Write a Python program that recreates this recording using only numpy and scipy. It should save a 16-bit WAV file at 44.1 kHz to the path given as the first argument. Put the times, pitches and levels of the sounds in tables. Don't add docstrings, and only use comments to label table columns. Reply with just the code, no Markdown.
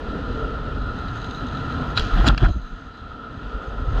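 import sys
import numpy as np
from scipy import signal
from scipy.fft import rfft, irfft, next_fast_len
from scipy.io import wavfile
from scipy.ndimage import uniform_filter1d, map_coordinates

SR = 44100
rng = np.random.default_rng(int(sys.argv[2]) if len(sys.argv) > 2 else 0)


def transcribe(signal):
    frames = np.atleast_2d(signal).T
    limited = np.clip(frames, -1, 1)
    pcm = np.round(limited * 32767).astype(np.int16)
    wavfile.write(sys.argv[1], SR, pcm)


def invert_db(x):
    u = np.asarray(x, float) / 20
    return 10 ** u


N = 176400

# time_s, rumble_db, flutter_db
WIND_LEVELS = [
    [(0.0, -31.5, -40.5), (0.22, -31.5, -36.5), (0.43, -27, -35), (0.47, -21, -54), (0.49, -31, -36),
     (0.83, -27.5, -34), (1.2, -34.5, -33.5), (1.22, -26, -33.5), (1.32, -40, -36), (1.4, -36, -42),
     (1.43, -34.5, -32.5), (1.99, -36.5, -30.5), (2.0, -15.5, -25)],
    [(2.8, -39, -67), (2.832, -44, -41), (2.98, -53, -53), (3.016, -36.5, -42), (3.226, -47.5, -49.5),
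     (3.38, -39, -35), (3.394, -48, -45), (3.466, -28, -41.5), (3.522, -48.5, -57), (3.552, -27, -48),
     (3.66, -47, -61), (3.676, -33.5, -39.5), (3.98, -20, -25.5)],
]
# freq_hz, relative_db
RUMBLE_COLOUR = [(10, -17), (20, -10.5), (50, 5.5), (70, -11), (100, -27), (200, -96)]
FLUTTER_COLOUR = [(40, -33), (70, 0), (100, 1.5), (150, -4), (200, -28.5), (400, -98.5)]
# time_s, swing_rms_db, overtone_relative_db
SHAKE_LEVELS = [(1.98, -51, -37), (2.022, -19.5, -38), (2.064, -29, -28.5), (2.104, -40, -37),
                (2.142, -10.5, -26.5), (2.168, -19.5, -27.5), (2.21, -10, -31.5), (2.248, -22.5, -21.5),
                (2.286, -16, -16), (2.318, -11.5, -31.5), (2.34, -16, -23), (2.358, -28, -39),
                (2.382, -23, -27), (2.4, -39, -40.5), (2.426, -14, -17), (2.442, -11.5, -24),
                (2.468, -10, -34), (2.494, -42, -18), (2.514, -14, -30.5), (2.538, -42, -58),
                (2.548, -25, -37), (2.566, -20, -33), (2.6, -33, -36), (2.618, -34, -59),
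                (2.648, -28.5, -54), (2.688, -51, -44.5), (2.732, -26.5, -44.5), (2.754, -34, -58),
                (2.776, -47, -42), (2.82, -42, -53)]
# freq_hz, relative_db
OVERTONE_COLOUR = [(53, -33.5), (90, 4), (205, -5.5), (371, -13), (411, -29.5), (700, -20), (910, -61.5),
                   (1540, -120)]
# start_s, rise_s, fall_s, level_db, tilt_db_per_octave, favoured_hz
SCRAPES = [(1.953, 0.031, 0.012, -20.5, 1.5, 3950), (2.0, .01, 0.065, -29.5, .5, 6400),
           (2.102, 0.1, 0.023, -29.5, -9, 3300), (2.245, 0.014, 0.031, -26.5, -4.5, 700),
           (2.258, .024, 0.0038, -11.5, 1.5, 6900), (2.287, 0.012, .008, -18, -9, 2700),
           (2.32, 0.0088, 0.0052, -29, -19, 1360), (2.387, 0.027, 0.049, -30, -5.5, 3300),
           (2.431, 0.016, 0.0094, -21.5, -10.5, 1850), (2.453, 0.012, 0.0043, -22, -5.5, 1360),
           (2.48, 0.0097, 0.013, -41, 1.5, 700)]
# start_s, peak_db, tilt_db_per_octave, spread_s, favoured_hz
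KNOCKS = [(1.9734, -2.5, 2, 0.0036, 3950), (1.9946, -9.5, 2, 0.0033, 3300),
          (2.2422, -14, -12, 0.0029, 1900), (2.2851, -1, 5, 0.0013, 3300), (2.301, -9.5, -6, .003, 1360),
          (2.3461, -18, -6, 0.00067, 2650), (2.377, -12, 0.5, 0.0035, 2550)]
# centre_hz, width_hz, relative_db
CASE_MODES = [(700, 220, -9), (1360, 150, 4.5), (1850, 360, -6.5), (2627, 450, -4.5), (3300, 170, 0.5),
              (3950, 150, 0.5), (4690, 1100, -5.5), (6400, 500, -17.5), (6900, 150, -10),
              (8800, 1200, -28.5), (10600, 2500, -31.5), (11700, 600, -25)]
# time_s, then relative_db of the low, middle and high ringing bands
RATTLE_LEVELS = [(0.0, -49, -77.5, -94.5), (0.4, -55, -77, -90), (0.66, -58.5, -79, -96),
                 (0.88, -56.5, -77.5, -89), (1.17, -57, -69, -87), (1.43, -54, -66.5, -87),
                 (1.65, -55.5, -68.5, -89), (1.94, -57, -70.5, -83), (2.17, -51, -67.5, -74.5),
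                 (2.33, -60, -67, -81), (2.5, -58, -72.5, -85.5), (2.79, -61, -74, -97),
                 (3.04, -59.5, -82.5, -100), (3.44, -63, -82.5, -99), (3.81, -70, -76.5, -86),
                 (3.95, -64, -72, -87)]
# time_s, added_db
LOW_BAND_SWELL = [(0, -14), (.75, -7), (.95, -1.5), (2.45, -2.5), (2.6, -5), (4, -13.5)]
# centre_hz, width_hz, db_per_pass
PART_BANDS = [
    [(3997, 270, 0)],
    [(6400, 650, 10), (6880, 200, -8.5)],
    [(10700, 350, -9.5), (12000, 640, 0.5), (13300, 400, -11.5)],
]
# start_s, peak_db
TICKS = [(.818, -42), (0.9862, -34.5), (1.0825, -35), (1.2146, -35.5), (1.243, -32), (1.296, -38),
         (1.3088, -30.5), (1.3464, -30), (1.356, -43), (1.4672, -37.5), (1.484, -33.5), (1.571, -29.5)]
# centre_hz, width_hz, db_per_pass
TICK_MODES = [(2940, 360, -2.5), (3810, 390, 1), (6400, 450, -7.5), (12050, 800, -21)]
# time_s, low_roar_db, middle_roar_db, upper_roar_db, case_tone_db, hiss_db
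WHEEL_LEVELS = [(0.0, -37, -36.5, -42.5, -40.5, -43), (0.19, -32.5, -38, -44.5, -37.5, -43),
                (0.42, -35.5, -35.5, -41.5, -34.5, -42.5), (0.65, -37, -39.5, -44.5, -37, -44.5),
                (0.91, -35.5, -41.5, -43.5, -34.5, -43.5), (1.12, -36, -47, -42.5, -36, -41.5),
                (1.38, -34.5, -41.5, -42, -35.5, -42), (1.63, -33.5, -42.5, -41, -34, -41),
                (1.85, -32.5, -40, -37, -33, -39.5), (2.01, -35.5, -39, -41, -35, -41.5),
                (2.15, -46.5, -43, -39, -30.5, -35.5), (2.29, -30.5, -36.5, -36, -32, -34),
                (2.35, -37.5, -51, -55, -38.5, -41.5), (2.44, -43.5, -45, -40, -52, -44.5),
                (2.53, -54, -56, -50, -44, -51.5), (2.65, -46, -58, -53, -44, -50),
                (2.84, -47.5, -56.5, -51, -44, -50), (3.17, -42, -49, -49, -41, -49.5),
                (3.4, -41.5, -49.5, -48, -42, -47.5), (3.59, -42.5, -41.5, -45.5, -36.5, -46),
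                (3.86, -41, -40.5, -44.5, -39.5, -46), (3.98, -37, -36, -38.5, -34.5, -39.5)]
# freq_hz, relative_db
LOW_ROAR_COLOUR = [(100, -22.5), (150, -3.5), (205, -5), (255, 1.5), (310, -6), (370, -21.5), (600, -79)]
MIDDLE_ROAR_COLOUR = [(250, -40), (350, -9.5), (445, 2), (540, -7), (620, -8), (800, -31), (1500, -89)]
UPPER_ROAR_COLOUR = [(350, -36.5), (580, -14), (700, 0), (900, -3), (1020, 2), (1150, 1), (1500, -23.5),
                     (2500, -83.5)]
HISS_COLOUR = [(1300, -22), (1550, 5), (1800, 0), (2200, -14.5), (2700, -8.5), (3300, -7.5), (4200, -15),
               (4550, -19), (4850, -16.5), (5150, -24), (5600, -26.5), (6500, -31), (7200, -35),
               (8700, -39.5), (9300, -50), (11200, -61), (14000, -77.5)]

FLOOR_DB = -112
SHAKE_HZ, SHAKE_WANDER = 43.3, 0.2
GRIT_PER_S, GRIT_SPREAD_DB = 3000, 5
FAVOUR_DB, FAVOUR_OCTAVES = 7.5, 0.062
WALL_HZ = 5400
RATTLES_PER_S, RATTLE_SPREAD_DB, RATTLE_GAIN_DB = 600, 4, 5
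CASE_TONE_HZ, CASE_TONE_WIDTH_HZ = 1333.6, 309
DIP_S, DIP_WIDTH_S, DIP_DB = 2.362, 0.011, -4
CEILING = 0.97


def unit(x):
    return x / np.sqrt(np.mean(x ** 2) + 1e-20)


def curves(rows):
    time_s, *columns = np.transpose(rows)
    return [np.interp(np.arange(N) / SR, time_s, column) for column in columns]


def wobble(knots_per_s):
    knots = rng.standard_normal(int(N * knots_per_s / SR) + 4)
    return map_coordinates(knots, [np.arange(N) * knots_per_s / SR])


def filtered(x, response):
    size = next_fast_len(len(x) + 8192)
    return irfft(rfft(x, size) * response(np.fft.rfftfreq(size, 1 / SR)), size)[:len(x)]


def colour(points):
    freq_hz, gain_db = np.transpose(points)
    return lambda hz: invert_db(np.interp(np.log(hz + 1), np.log(freq_hz + 1), gain_db))


def body(modes, tilt_db=0, favoured_hz=1):
    def gain(centre, db):
        octaves_off = np.log2(centre / favoured_hz)
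        favour_db = FAVOUR_DB * np.exp(-(octaves_off / FAVOUR_OCTAVES) ** 2)
        return invert_db(db + tilt_db * np.log2(centre / 3000) + favour_db)

    def response(f):
        total = 0
        for k, (centre, width, db) in enumerate(modes):
            mode = 1j * f * width / (centre * centre - f * f + 1j * f * width)
            total = total + (-1) ** k * gain(centre, db) * mode
        return total
    return response


def steep(modes):
    return lambda f: sum(body([mode])(f) ** 2 for mode in modes)


def patchy(spread_db):
    z = signal.stft(rng.standard_normal(N), nperseg=512)[2]
    field = uniform_filter1d(rng.standard_normal(z.shape), size=5, axis=0)
    field = uniform_filter1d(field, size=6, axis=1)
    return signal.istft(z * invert_db(spread_db * unit(field)), nperseg=512)[1][:N]


def grains(count, per_s, spread_db):
    u, size = rng.random((2, count)), rng.standard_normal(count)
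    return (u[0] < per_s / SR) * np.sign(u[1] - 0.5) * invert_db(spread_db * size)


def blow(ring, spread_s):
    t = np.arange(SR // 10) / SR
    contact = rng.standard_normal(len(t)) * np.exp(-t / spread_s) * (1 - np.exp(-t / 0.00049))
    x = filtered(contact, ring)
    return x / np.abs(x).max()


def add(out, start_s, x):
    out[round(start_s * SR):][:len(x)] += x


def noise_floor():
    return invert_db(FLOOR_DB) * rng.standard_normal(N)


def wind():
    air = patchy(0.51) * invert_db(0.53 * wobble(21))
    levels = curves(WIND_LEVELS[0] + WIND_LEVELS[1])
    bands = RUMBLE_COLOUR, FLUTTER_COLOUR
    out = sum(invert_db(db) * unit(filtered(air, colour(band))) for db, band in zip(levels, bands))
    gap = np.interp(np.arange(N) / SR, [1.98, 2.02, 2.78, 2.82], [1, 0, 0, 1])
    return gap * out


def shake():
    first_s, last_s = SHAKE_LEVELS[0][0], SHAKE_LEVELS[-1][0]
    rows = [(first_s - 0.03, -70, -70)] + SHAKE_LEVELS + [(last_s + 0.03, -70, -70)]
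    swing_db, overtone_db = curves(rows)
    phase = 2 * np.pi * np.cumsum(SHAKE_HZ * (1 + SHAKE_WANDER * wobble(15))) / SR
    swing = invert_db(swing_db) * np.sqrt(2) * np.sin(phase)
    rough = invert_db(2.65 * wobble(60)) * patchy(0.37)
    return swing + invert_db(overtone_db + 1.5) * unit(filtered(rough, colour(OVERTONE_COLOUR)))


def scrapes():
    out, t = np.zeros(N), np.arange(SR // 4) / SR
    for start_s, rise_s, fall_s, db, tilt_db, hz in SCRAPES:
        clicks = grains(len(t), GRIT_PER_S, GRIT_SPREAD_DB)
        grit = unit(filtered(clicks, body(CASE_MODES, tilt_db, hz)))
        fade = np.exp(-np.abs(t - rise_s) / fall_s)
        stroke = np.where(t < rise_s, (t / rise_s) ** 0.87, fade)
        add(out, start_s, invert_db(db) * grit * stroke)
    return out


def knocks():
    out = np.zeros(N)
    for start_s, db, tilt_db, spread_s, hz in KNOCKS:
        add(out, start_s, invert_db(db) * blow(body(CASE_MODES, tilt_db, hz), spread_s))
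    return out


def walled(x):
    return filtered(x, lambda hz: (1 + 1j * hz / WALL_HZ) ** -3)


def rattle():
    clicks = unit(grains(N, RATTLES_PER_S, RATTLE_SPREAD_DB))
    dense = (clicks + 0.7 * rng.standard_normal(N)) * invert_db(1.5 * wobble(29.86))
    levels = curves(RATTLE_LEVELS)
    levels[0] = levels[0] + curves(LOW_BAND_SWELL)[0]
    out = np.zeros(N)
    for db, modes in zip(levels, PART_BANDS):
        clumps = dense * invert_db(2.1 * wobble(14))
        out += invert_db(db + RATTLE_GAIN_DB) * unit(filtered(clumps, steep(modes)))
    for start_s, db in TICKS:
        add(out, start_s, invert_db(db) * blow(steep(TICK_MODES), 0.0025))
    return out


def wheels():
    road = patchy(0.61) * invert_db(0.67 * wobble(25.01))
    one_pass = body([(CASE_TONE_HZ, CASE_TONE_WIDTH_HZ, 0)])
    responses = (colour(LOW_ROAR_COLOUR), colour(MIDDLE_ROAR_COLOUR), colour(UPPER_ROAR_COLOUR),
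                 lambda f: one_pass(f) ** 3, colour(HISS_COLOUR))
    levels = curves(WHEEL_LEVELS)
    return sum(invert_db(db) * unit(filtered(road, response)) for db, response in zip(levels, responses))


def brief_dip():
    t = np.arange(N) / SR
    return invert_db(DIP_DB * np.exp(-((t - DIP_S) / DIP_WIDTH_S) ** 4))


def scene():
    rolling = brief_dip() * (wheels() + rattle())
    impacts = walled(knocks() + scrapes())
    mix = wind() + rolling + impacts + shake() + noise_floor()
    return mix[None]


def low_pass(x):
    return signal.sosfilt(signal.butter(12, 14200, fs=SR, output="sos"), x)


def record(dry):
    mix = dry / (1 + np.abs(dry / CEILING) ** 6) ** (1 / 6)
    return low_pass(mix)


dry = scene()
out = record(dry)
transcribe(out)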